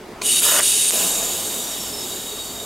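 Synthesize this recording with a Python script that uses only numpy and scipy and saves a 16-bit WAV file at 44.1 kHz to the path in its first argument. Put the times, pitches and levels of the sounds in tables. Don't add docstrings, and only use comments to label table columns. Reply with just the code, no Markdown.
import sys
import numpy as np
from scipy import signal
from scipy.fft import rfft, irfft, next_fast_len
from scipy.io import wavfile
from scipy.ndimage import uniform_filter1d, minimum_filter1d, map_coordinates

SR = 44100
rng = np.random.default_rng(int(sys.argv[2]) if len(sys.argv) > 2 else 0)


def voltage_ratio(decibels):
    exponent = np.asarray(decibels, float) / 20
    return 10 ** exponent


def wrap_up_sound(samples):
    columns = np.atleast_2d(samples).T
    tamed = np.clip(columns, -1, 1)
    steps = np.round(tamed * 32767).astype(np.int16)
    wavfile.write(sys.argv[1], SR, steps)


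N = 116865


def unit(x):
    return x / np.sqrt(np.mean(x ** 2) + 1e-20)


def along(points, hz):
    f, value = np.transpose(points)
    return np.interp(np.log(hz + 1), np.log(f + 1), value)


def curves(rows):
    s, *columns = np.transpose(rows)
    return [np.interp(np.arange(N) / SR, s, column) for column in columns]


def wobble(rate):
    knots = rng.standard_normal(int(N * rate / SR) + 4)
    return map_coordinates(knots, [np.arange(N) * rate / SR])


def filtered(x, response):
    size = next_fast_len(N + SR // 2)
    spectrum = rfft(x, size) * response(np.fft.rfftfreq(size, 1 / SR))
    return irfft(spectrum, size)[..., :N]


def rush(colour, modes, ring_db, side, patchy_db):
    z = signal.stft(rng.standard_normal((2, N)), nperseg=512)[2]
    patches = uniform_filter1d(rng.standard_normal(z.shape[1:]), 4, 0)
    patches = uniform_filter1d(patches, 10, 1)
    pair = signal.istft(z * voltage_ratio(patchy_db * unit(patches)), nperseg=512)[1][:, :N]

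    def response(f):
        power = 1
        for hz, width, db in modes:
            height = voltage_ratio(db + ring_db - along(colour, hz))
            power = power + height ** 2 / (1 + (2 * (f - hz) / width) ** 2)
        shape = voltage_ratio(along(colour, f)) * np.sqrt(power)
        return shape * [1 + 0 * f, voltage_ratio(along(side, f))]

    mid, diff = filtered(pair, response)
    return unit(np.array([mid + diff, mid - diff]))


def narrow(hz, width_hz, steady):
    phase = 2 * np.pi * np.cumsum(hz + 12 * wobble(30)) / SR
    return unit((steady + wobble(width_hz)) * np.cos(phase) + wobble(width_hz) * np.sin(phase))


# frequency in Hz, level in dB per Hz.
SHOP_COLOUR = [(15, -46), (25, -19), (350, -5), (380, -6), (423, -1), (471, -6.5), (511, -8.5), (585, -6.5),
               (15600, -37)]
# frequency in Hz, width in Hz, height over the air in dB.
FANS = [(200, 22, 2.5), (251, 14.5, 5.5), (364.4, 3.3, 14.5), (421, 6.2, 8), (670, 13, -8)]
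# frequency in Hz, level in dB.
HUMS = [
    (29, -57),
    (58, -57),
    (99, -52.5),
]
# frequency in Hz, side under mid in dB.
SHOP_SIDE = [(60, -22), (240, -19.5), (950, -12), (3770, -8), (15000, -4)]
SHOP_DB = -37


def shop():
    out = 0
    for hz, db in HUMS:
        phase = 2 * np.pi * np.cumsum(hz + 1.14 * wobble(4.87)) / SR
        out = out + voltage_ratio(db + 3.3 * wobble(4.2)) * np.sin(phase)
    swell_s, swell_length_s = 2.47, .35
    swell = np.exp(-((np.arange(N) / SR - swell_s) / swell_length_s * 2) ** 2)
    out = out + voltage_ratio(-53) * swell * narrow(60, width_hz=40, steady=.3)
    fans = [(hz, width, db + along(SHOP_COLOUR, hz)) for hz, width, db in FANS]
    air = rush(SHOP_COLOUR, fans, 0, SHOP_SIDE, patchy_db=1.5)
    return out + voltage_ratio(SHOP_DB + 0.09 * wobble(1.8)) * air


# frequency in Hz, width in Hz.
TUBE = [(2935, 45), (3745, 65), (4530, 100), (4740, 50), (5285, 60), (6645, 50), (6850, 60), (7040, 90),
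        (7330, 50), (7565, 55), (7770, 45), (7960, 35), (8590, 140), (8950, 70), (9340, 60), (9970, 65),
        (10350, 50), (11350, 50), (12100, 80), (13500, 200)]


def ringing(colour, ring_db):
    return [(hz, width, db + along(colour, hz)) for (hz, width), db in zip(TUBE, ring_db)]


def hollowed(x, dips):
    def response(f):
        gain = 1
        for hz, width, share in dips:
            gain = gain * (1 - share / (1 + (2 * (f - hz) / width) ** 2))
        return gain

    return filtered(x, response)


# opens in seconds, shuts in seconds, rise in seconds.
FILL_TIMES = [
    (.221, .4008, .04),
    (.607, .9048, .025),
]
# level in dB, slope in dB per second.
FILL_LEVELS = [
    (-18.5, 16),
    (-15.5, -11),
]
# frequency in Hz, level in dB per Hz.
FILL_COLOUR = [(900, -29.5), (2100, -19), (2700, -9), (5700, -11), (6500, -8), (9000, -4), (11500, -9),
               (12500, -12.5), (15700, -23.5)]
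FILL_RING_DB = [5.5, 10.5, 3.5, -5, -4, 5.5, 9.5, -6, -5, -2, -10, -4, 4, 7, 4, 6, 7, -8, -3, 4]
# frequency in Hz, width in Hz, share removed.
INLET_DIPS = [(12450, 600, .7), (14900, 400, .5)]
# frequency in Hz, side under mid in dB.
NEAR_SIDE = [(60, -26), (240, -7), (950, -49), (3770, -16), (15000, -26)]


def filling():
    leak_db, shut_s = -12, .0006
    t, gain = np.arange(N) / SR, 0
    for (opens, shuts, rise), (db, slope) in zip(FILL_TIMES, FILL_LEVELS):
        rise_db = leak_db * np.clip(1 - (t - opens) / rise, 0, 1)
        is_open = (t > opens) * np.clip((shuts - t) / shut_s, 0, 1)
        gain = gain + voltage_ratio(db + slope * (t - opens) + rise_db) * is_open
    turbulence = voltage_ratio(0.44 * wobble(42.0) + 0.35 * wobble(300) + 1.4 * wobble(2500))
    hiss = rush(FILL_COLOUR, ringing(FILL_COLOUR, FILL_RING_DB), 0, NEAR_SIDE, patchy_db=0.5)
    return gain * turbulence * hollowed(hiss, INLET_DIPS)


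# time in seconds, hiss in dB, low roar in dB.
VENT_ONE = [
    (.4008, -26, -51),
    (.414, -22.5, -37),
    (.435, -15.5, -30.5),
    (.52, -17, -25),
    (.55, -18, -23),
    (.6, -17, -22),
]
# time in seconds, hiss in dB, low roar in dB.
VENT_TWO = [
    (.9048, -42, -49),
    (.918, -22.5, -46),
    (.94, -18, -31.5),
    (1.05, -19.5, -31),
    (1.2, -22.5, -34.5),
    (1.4, -25.5, -35.5),
    (1.75, -28.5, -40),
    (2.15, -30.5, -43),
    (2.65, -33.5, -45),
]
# frequency in Hz, level in dB per Hz.
STRONG_COLOUR = [(1060, -38), (2000, -19), (2800, -6.5), (5900, -9), (6500, -6), (9000, -3.5), (11900, -4),
                 (12700, -10.5), (15700, -15.5)]
# frequency in Hz, level in dB per Hz.
WEAK_COLOUR = [(1060, -63), (2000, -18), (3200, -5), (5900, -8.5), (6600, -3.5), (8000, -4), (10000, -11),
               (12300, -7.5), (15700, -13.5)]
STRONG_RING_DB = [5.5, 4.5, -4.5, -0.5, 6, 13, 3, 5, 1, 0, 4, 9, 6, 5.5, 1, -5, -16, -4, -1, 4]
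WEAK_RING_DB = [2.5, 14, 1.5, 8.5, -11, 0, 4, 5, 10.5, 1.5, 3, 3, -0.5, 2, -4, 1, 1, 1, 3, 6]
# frequency in Hz, level in dB per Hz.
ROAR_COLOUR = [(90, -46), (150, -30), (300, -14.5), (600, -6), (770, -16.5), (1100, -6.5), (2200, -13.5),
               (3600, -21), (5000, -40)]
# frequency in Hz, width in Hz, level in dB.
ROAR_TUBE = [(619, 90, 1), (969, 90, -1), (1410, 90, 0), (1740, 60, -1), (1950, 60, -4), (2550, 68, -5),
             (2930, 80, 0)]
# frequency in Hz, level in dB per Hz.
LATE_ROAR_COLOUR = [(59, -51), (100, -24), (207, -0.5), (317, -4.5), (618, -1.5), (900, -5), (1850, -12),
                    (3000, -23), (3900, -29), (6600, -120)]
STRONG_DB, WEAK_DB = -14.5, -36.5
VENT_SHUT_S = .6002


def venting():
    t = np.arange(N) / SR
    first = t < VENT_TWO[0][0]
    opened = t > VENT_ONE[0][0]
    shut_db = (-8 - 350 * (t - VENT_SHUT_S)) * (t > VENT_SHUT_S)
    first_db = (curves(VENT_ONE) + shut_db) * opened - 120 * ~opened
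    hiss_db, roar_db = np.where(first, first_db, curves(VENT_TWO))

    strong = rush(STRONG_COLOUR, ringing(STRONG_COLOUR, STRONG_RING_DB), 0, NEAR_SIDE, patchy_db=2.5)
    weak = rush(WEAK_COLOUR, ringing(WEAK_COLOUR, WEAK_RING_DB), 0, NEAR_SIDE, patchy_db=0.46)
    share = np.clip((hiss_db - WEAK_DB) / (STRONG_DB - WEAK_DB), 0, 1)
    turbulence = voltage_ratio(0.58 * wobble(11.42) + 0.32 * wobble(250) + 0.41 * wobble(2400))
    hiss = turbulence * (np.sqrt(share) * strong + np.sqrt(1 - share) * weak)

    sputter = voltage_ratio(2.2 * wobble(300) + 0.98 * wobble(22.4))
    early = unit(sputter * rush(ROAR_COLOUR, ROAR_TUBE, -1.2, NEAR_SIDE, patchy_db=-0.9))
    late = rush(LATE_ROAR_COLOUR, ROAR_TUBE[:1], -6.0, SHOP_SIDE, patchy_db=1.55)
    return voltage_ratio(hiss_db) * hiss + voltage_ratio(roar_db) * np.where(first, early, late)


# time in seconds, pitch in Hz, level in dB.
WHISTLE = [(.76, 8680, -36), (.82, 8590, -23), (.9, 8490, -24), (.93, 8300, -45), (1.1, 7520, -37),
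           (1.16, 7320, -31), (1.2, 7180, -26), (1.27, 7010, -31), (1.35, 6810, -37), (1.52, 6200, -54),
           (1.6, 5900, -43), (1.69, 5660, -40), (1.77, 5520, -44), (1.81, 5470, -37), (1.9, 5370, -42),
           (1.94, 5320, -37), (2.05, 5220, -38), (2.07, 5200, -60)]
# time in seconds, length in seconds, pitch in Hz, level in dB.
SINGS = [(.96, .05, 9900, -30), (1.41, .04, 8600, -33), (1.47, .05, 8590, -32), (1.1, .1, 8960, -35),
         (2.3, .08, 3780, -39), (2.41, .14, 3780, -36), (2.6, .14, 3730, -38), (2.43, .28, 4500, -43),
         (2.16, .1, 3960, -44), (.49, .05, 3760, -26), (.35, .1, 3750, -29), (.78, .22, 2940, -33),
         (.32, .16, 2950, -32), (.3, .1, 8700, -25), (.55, .18, 2930, -32), (.7, .3, 3750, -33),
         (.55, .1, 4740, -33), (1.6, .06, 3730, -38), (1.72, .06, 3745, -38), (.86, .1, 10000, -31),
         (.55, .05, 620, -35)]


def whistling():
    hz, db = curves(WHISTLE)
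    t = np.arange(N) / SR
    (opens, shuts, _), (_, shuts_again, _) = FILL_TIMES
    on = (t > WHISTLE[0][0]) & ((t < shuts_again) | (t > VENT_TWO[1][0]))
    out = on * voltage_ratio(db + 1.5 * wobble(35)) * narrow(hz, width_hz=100, steady=1.5)
    for s, length, sing_hz, sing_db in SINGS:
        swell = np.exp(-((t - s) / length * 2) ** 2)
        out = out + voltage_ratio(sing_db) * swell * narrow(sing_hz, width_hz=70, steady=1.6)
    pause_s = .02
    paused = sum((t > s) & (t < s + pause_s) for s in (shuts, VENT_SHUT_S, shuts_again))
    paused = paused + (t < opens + pause_s)
    return out * uniform_filter1d(1. - paused, size=90)


# time in seconds, peak in dB.
POPS = [(.4245, -24), (.452, -17), (.4885, -20), (.5205, -19), (.531, -18), (.541, -19), (.5665, -13),
        (.5705, -13), (.5765, -14), (.587, -15), (.5885, -15)]


def popping():
    pop_s = .00013
    out, u = np.zeros(N), np.arange(SR // 200) / SR / pop_s
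    for s, db in POPS:
        out[round(s * SR):][:len(u)] += voltage_ratio(db) * np.sin(u) * np.exp(-u / 3) * 1.6
    return out


# time in seconds, peak in dB, pitch in Hz, low thump in dB.
CLACKS = [
    (.4035, -2, 10300, -30),
    (.4086, -4, 7200, -30),
    (.6027, -12, 6500, -4),
    (.6077, -4, 7200, -20),
    (.9075, -1, 10000, -28),
    (.9126, -4, 7200, -28),
]
# time in seconds, level in dB.
KNOCKS = [
    (.2152, -24),
    (.2163, -25),
    (.2183, -14),
    (.2192, -19),
    (.2212, -24),
    (.2262, -25),
]
# frequency in Hz, level in dB, T60 in seconds.
HOUSING = [(730, -8, .03), (1120, -7, .025), (1500, -10, .015), (2450, 0, .012), (3900, -2, .008),
           (4400, -3, .008), (3100, -6, .006), (6300, -3, .006)]


def valve():
    clack_t60_s, thump_t60_s, rattle_t60_s = .0033, .003, .008
    out, t = np.zeros(N + SR), np.arange(SR // 10) / SR
    for s, db, hz, thump_db in CLACKS:
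        crack = voltage_ratio(-7) * np.gradient(rng.standard_normal(len(t)))
        ring = np.sin(2 * np.pi * hz * t) + crack
        thump = -voltage_ratio(thump_db - 60 * t / thump_t60_s) * np.sin(2 * np.pi * 1900 * t)
        out[round(s * SR):][:len(t)] += voltage_ratio(db - 60 * t / clack_t60_s) * ring + thump
    for s, db in KNOCKS:
        place = out[round(s * SR):][:len(t)]
        for hz, mode_db, t60 in HOUSING:
            decay = voltage_ratio(db - 6 + mode_db + rng.normal(0, 2) - 60 * t / t60)
            place += decay * np.sin(2 * np.pi * hz * t)
        rattle = np.gradient(uniform_filter1d(rng.standard_normal(len(t)), size=4)) * 2
        place += voltage_ratio(db - 1 - 60 * t / rattle_t60_s) * rattle
    return out[:N]


def blow_response(f):
    return (1j * f / (220 + 1j * f)) ** 2 / (1 + (f / 15000) ** 6)


def room(x):
    t60_s, side_db = .16, -6.5
    t = np.arange(SR // 3) / SR
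    mid, side = rng.standard_normal((2, len(t))) * voltage_ratio(-60 * t / t60_s) * (t > .004)
    tail = mid + voltage_ratio(side_db) * side * [[1], [-1]]
    return signal.fftconvolve(x, tail / np.linalg.norm(mid), axes=1)[:, :N]


# frequency in Hz, width in Hz, share removed.
TUBE_DIPS = [(4150, 160, .55), (5000, 200, .35)]


def scene():
    near = hollowed(filling() + venting(), TUBE_DIPS) + whistling()
    near = near + filtered(popping() + valve(), blow_response)
    left_db = -0.5
    balance = voltage_ratio([[left_db / 2], [-left_db / 2]])
    return near * balance + voltage_ratio(-11) * room(near) + shop()


def top_cut(x):
    return signal.sosfilt(signal.butter(12, 15800, fs=SR, output="sos"), x)


def record(dry):
    limit, hold_s, top_hz = .68, .012, 15780
    size = round(hold_s * SR)
    need = np.minimum(1, limit / (np.abs(dry).max(axis=0) + 1e-9)) ** .5
    held = minimum_filter1d(need, size=size, origin=size // 4)
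    gain = uniform_filter1d(held, size=size // 2)
    mix = filtered(dry * gain, lambda f: f < top_hz)
    return top_cut(mix)


dry = scene()
out = record(dry)
wrap_up_sound(out)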